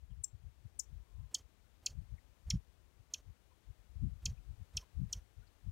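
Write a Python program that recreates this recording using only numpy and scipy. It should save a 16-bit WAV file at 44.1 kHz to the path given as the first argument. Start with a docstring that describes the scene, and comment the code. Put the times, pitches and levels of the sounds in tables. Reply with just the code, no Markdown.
"""Outdoors in gusty wind, a flycatcher gives sharp chips, with quick echoes off surfaces nearby.
Each chip is a fast downward sweep from one side of its syrinx, joined briefly by the other side.
Eddies thump and rumble on the microphone over a few far-off pips and a faint hush of air.
One microphone feeds both channels; the right one passes a noise gate that only the fuller chips open."""
import sys
import numpy as np
from scipy import signal
from scipy.fft import rfft, irfft
from scipy.io import wavfile
from scipy.ndimage import uniform_filter1d, minimum_filter1d

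SR = 44100
rng = np.random.default_rng(int(sys.argv[2]) if len(sys.argv) > 2 else 0)


def unload_wav(signal):
    """Save mono or channel-first audio to the path in sys.argv[1] as 16-bit WAV at rate SR, clipped to [-1, 1]."""
    wavfile.write(
        sys.argv[1],
        SR,
        np.round(np.clip(np.atleast_2d(signal).T, -1, 1) * 32767).astype(np.int16),
    )


N = 251811


def chip(start_hz, held_hz, end_hz, sweep_s, level_db, second_db):
    """One side of the syrinx dives, cresting at the held pitch; the other briefly holds that note."""
    dive_s, fade_s, release_s, swell = .015, .0037, .0016, 2.11
    second_lag_s, second_length_s = .0035, .0074
    t = np.arange(int(2 * dive_s * SR)) / SR
    hz = end_hz + (start_hz - end_hz) * np.exp(-(t / sweep_s) ** 2)
    crest_s = np.interp(-held_hz, -hz, t)
    octave_db = -22 + 26 * np.log2(start_hz / 8400)  # a tenser syrinx starts higher and sounds brighter
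    attack = np.exp(-(swell * (1 - t / crest_s)) ** 2)
    pressure = np.where(t < crest_s, attack, np.exp(-(t - crest_s) / fade_s))
    pressure *= np.clip((dive_s - t) / release_s, 0, 1)
    second_swell = arch(t - crest_s - second_lag_s + second_length_s / 2, second_length_s)
    second_voice = second_swell * whistle(np.full(len(t), held_hz), octave_db)
    return undb(level_db) * (pressure * whistle(hz, octave_db) + undb(second_db) * second_voice)


def whistle(hz, octave_db, clash_hz=6000):
    """A nearly pure tone; slack membranes clash more, so the octave grows as the pitch falls."""
    phase = 2 * np.pi * np.cumsum(hz) / SR
    return np.sin(phase) + undb(octave_db) * (clash_hz / hz) ** 2 * np.sin(2 * phase)


# The bird's cues: start_s, start_hz, held_hz, end_hz, sweep_s, level_db, second_voice_db, perch_delay_s
CHIPS = [(0.234, 9720, 7510, 4970, 0.0084, -31.5, 4.5, .00048),
         (0.788, 9560, 6700, 3700, .011, -27.5, -11, .00195),
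         (1.3411, 8820, 6000, 2647, 0.0076, -27, -20, .00062),
         (1.8582, 8234, 5880, 2183, 0.0078, -27, -13, .00044),
         (2.5, 7690, 5720, 1870, .007, -27.5, -10.5, .00056),
         (3.1351, 7800, 6070, 2370, .0067, -31.5, -15, .000324),
         (4.2533, 7890, 6100, 2160, .0069, -28.5, -12.5, .00152),
         (4.766, 8300, 5410, 2385, 0.0067, -30, -13.5, .00034),
         (5.1233, 8400, 5900, 2376, 0.0086, -32.5, -6.5, .00034)]
# Peaks and dips the voice takes on along its way: frequency_hz, gain_db
VOICE_EQ = [(2000, -3), (2600, 2), (2850, -2), (3200, 5), (3750, -8.5), (4400, 6), (4950, -6), (5500, 3.5),
            (6000, 0), (6950, 1.5), (8000, 0), (9200, 3), (14000, -2)]


def flycatcher(perch_db=-8.5, rasp_db=-22, rasp_hz=7000):
    """Chips, each with a tight echo off the perch and a bright rasp that follows its loudness."""
    chips = np.zeros(N)
    for start_s, *voice, perch_delay_s in CHIPS:
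        sound = chip(*voice)
        add(chips, start_s, sound)
        add(chips, start_s + perch_delay_s, undb(perch_db) * sound)  # this path changes as the head turns
    high_pass = signal.butter(2, rasp_hz, "high", fs=SR, output="sos")
    rasp = signal.sosfilt(high_pass, np.abs(chips) * rng.standard_normal(N))
    return colour(chips + undb(rasp_db) * rasp, VOICE_EQ)


# Early reflections off surfaces near the bird: delay_s, level_db
ECHOES = [(0.00116, -22.5), (0.00127, -18), (0.00188, -18), (0.00317, -16.5), (0.00603, -14)]
# Tone of the scattered echo: frequency_hz, gain_db
SCATTER_EQ = [(2000, -2), (3200, -1), (4800, -2), (6200, 1.5), (8000, -0.5), (12000, 6)]


def surroundings(x, near_t60_s=.08, tail_t60_s=.19, late_s=.025, late_length_s=.028):
    """The direct sound plus distinct echoes, dense close scatter, a thin tail and a farther cluster."""
    t = np.arange(SR // 4) / SR
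    clouds = [(-15, undb(-60 * t / near_t60_s)),  # level_db, envelope
              (-25, undb(-60 * t / tail_t60_s)),
              (-30, arch(t - late_s, late_length_s))]
    scatter = sum(undb(db) * env / np.linalg.norm(env) * rng.standard_normal(len(t)) for db, env in clouds)
    response = np.zeros(len(t))
    add(response, .002, scatter)
    echoes = sum(undb(db) * np.roll(x, int(round(delay_s * SR))) for delay_s, db in ECHOES)
    diffuse = signal.fftconvolve(x, response)[:N]
    return x + echoes + colour(diffuse, SCATTER_EQ)


# Strong eddies hitting the microphone: peak_s, level_db, length_s
BUFFETS = [(0.116, -43.5, 0.049), (0.186, -45, 0.055), (0.347, -43, 0.019), (0.456, -45.5, 0.075),
           (0.658, -43, .025), (0.943, -44.5, 0.08), (1.204, -43.5, .12), (1.989, -41, 0.11),
           (2.135, -39.5, 0.045), (2.483, -43.5, 0.053), (2.552, -32.5, 0.049), (3.29, -46, 0.048),
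           (3.706, -45, 0.044), (3.969, -42, 0.053), (4.049, -31, 0.071), (4.278, -40, 0.054),
           (4.393, -45, .029), (4.505, -41.5, 0.071), (4.614, -42.5, 0.036), (4.765, -42.5, 0.029),
           (5.02, -33, 0.085), (5.17, -45.5, 0.041), (5.401, -47.5, .051), (5.679, -36, 0.044)]


def wind(low_cut_hz=45, fine_hz=130, rolloff_db=8, steepness=1.45, skirt_db=-20, trim_db=-1):
    """Each eddy is a brief burst of turbulent pressure; faster ones reach higher in pitch."""
    out, size = np.zeros(N), SR // 2
    t = np.arange(size) / SR - size / SR / 2
    f = np.fft.rfftfreq(size, 1 / SR)
    low_cut = (f / low_cut_hz) ** 6 / np.sqrt(1 + (f / low_cut_hz) ** 12)
    fine_share = f ** 4 / (f ** 4 + fine_hz ** 4)
    for peak_s, level_db, length_s in BUFFETS + flutter():
        corner_hz = 78 * 2 ** ((level_db + 44) / 22)  # opens an octave for every 22 dB
        rolloff = undb(-rolloff_db * (f / corner_hz) ** steepness)
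        thump = np.exp(-(t / (.52 * length_s)) ** 2)
        swell = thump + undb(skirt_db) * np.exp(-np.abs(t) / length_s)
        core = thump ** 2.2  # fine turbulence lives only in the core of the eddy
        noise = rng.standard_normal(size)
        spectrum = (1 - fine_share) * rfft(swell * noise) + fine_share * rfft(core * noise)
        eddy = irfft(spectrum * low_cut * rolloff, size)
        eddy *= np.sqrt(length_s * SR / np.sum(eddy ** 2))
        add(out, peak_s + t[0], undb(level_db + trim_db) * eddy)
    return out


# Level curve under the light rumble between buffets: time_s, level_db
BREEZE = [(0.0, -60), (0.84, -71.5), (1.14, -54.5), (1.37, -68), (3.61, -74), (4.13, -57), (4.8, -67.5),
          (5.09, -61), (5.34, -76), (5.71, -74.5)]


def flutter(eddies_per_s=7, length_s=.04, lift_db=12, scatter_db=3):
    """Loosely spaced small eddies riding on the breeze, as rows of peak_s, level_db, length_s."""
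    count = int(eddies_per_s * N / SR)
    times = (np.arange(count) + rng.random(count)) / eddies_per_s
    levels = np.interp(times, *np.transpose(BREEZE)) + lift_db + scatter_db * rng.standard_normal(count)
    return [(peak_s, level_db, length_s) for peak_s, level_db in zip(times, levels)]


# Far-off pips and one soft swell: start_s, pitch_hz, length_s, level_db
FAR_NOTES = [(0.090, 3020, 0.053, -76), (0.90, 1019, .61, -79), (2.175, 2006, .022, -66),
             (3.505, 1032, 0.033, -70), (4.366, 2530, 0.03, -70), (4.819, 1002, 0.027, -68),
             (5.414, 1566, 0.035, -70.5), (5.463, 4350, 0.027, -72.5)]


def far_notes(blur=.12):
    """Faint notes whose pitch is blurred by distance."""
    out, t = np.zeros(N), np.arange(N) / SR
    for start_s, pitch_hz, length_s, level_db in FAR_NOTES:
        wavering_hz = pitch_hz * (1 + blur / 2 * drift(2 * blur * pitch_hz))
        tone = np.sqrt(2) * np.sin(2 * np.pi * np.cumsum(wavering_hz) / SR)
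        out += undb(level_db) * arch(t - start_s, length_s) * tone
    return out


# Tone of the outdoor air bed: frequency_hz, gain_db
HUSH_EQ = [(20, -14), (45, 7.5), (75, 7.5), (130, -4.5), (250, -9), (400, -10.5), (700, -14), (1100, -16.5),
           (1600, -18.5), (3500, -21.5), (5000, -25), (6500, -25), (10500, -29), (15000, -30.5)]


def hush(level_db=-65, sway_db=.91, sway_hz=1.8):
    """Distant air, swaying a little in level."""
    air = colour(rng.standard_normal(N), HUSH_EQ)
    return air / air.std() * undb(level_db + sway_db * drift(sway_hz))


def gate(x, threshold_db=-58, lookahead_s=.038, hold_s=.059, ramp_s=.0065):
    """A look-ahead noise gate that listens around 3 kHz and holds open briefly."""
    key = signal.sosfiltfilt(signal.butter(6, [2300, 3400], "band", fs=SR, output="sos"), x)
    loud = uniform_filter1d(key ** 2, SR // 250) > undb(threshold_db) ** 2
    held = 1 - minimum_filter1d(1. 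- loud, int((lookahead_s + hold_s) * SR))
    held = np.roll(held, int((hold_s - lookahead_s) / 2 * SR))
    ramped = uniform_filter1d(held, int(ramp_s * SR))
    return x * uniform_filter1d(ramped, int(ramp_s * SR / 2))


def undb(db):
    """Decibels to gain."""
    return 10 ** (np.asarray(db) / 20)


def add(track, start_s, sound):
    """Mix a sound into a track at its cue."""
    i = int(round(start_s * SR))
    a, b = max(i, 0), min(i + len(sound), len(track))
    track[a:b] += sound[a - i:b - i]


def colour(x, points):
    """EQ through points of frequency_hz, gain_db."""
    hz, db = np.transpose(points)
    f = np.maximum(np.fft.rfftfreq(len(x), 1 / SR), 1)
    return irfft(rfft(x) * undb(np.interp(np.log(f), np.log(hz), db)), len(x))


def drift(rate_hz):
    """Smooth random motion with a spread of 1."""
    k = int(SR / rate_hz)
    steps = np.repeat(rng.standard_normal(N // k + 1), k)
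    smooth = uniform_filter1d(uniform_filter1d(steps, k), k)[:N]
    return smooth / smooth.std()


def arch(t, length_s):
    """A smooth swell from 0 to 1 and back."""
    return np.sin(np.pi * np.clip(t / length_s, 0, 1)) ** 2


def scene():
    """Bird, wind and background reach one microphone, wired to both channels."""
    mic = surroundings(flycatcher()) + far_notes() + wind() + hush()
    return np.array([mic, mic])


def record(dry):
    """The right channel is gated; the top is cut on both."""
    channels = np.array([dry[0], gate(dry[1])])
    high_cut = signal.ellip(10, .1, 80, 15700, fs=SR, output="sos")
    return signal.sosfilt(high_cut, channels)


dry = scene()
out = record(dry)
unload_wav(out)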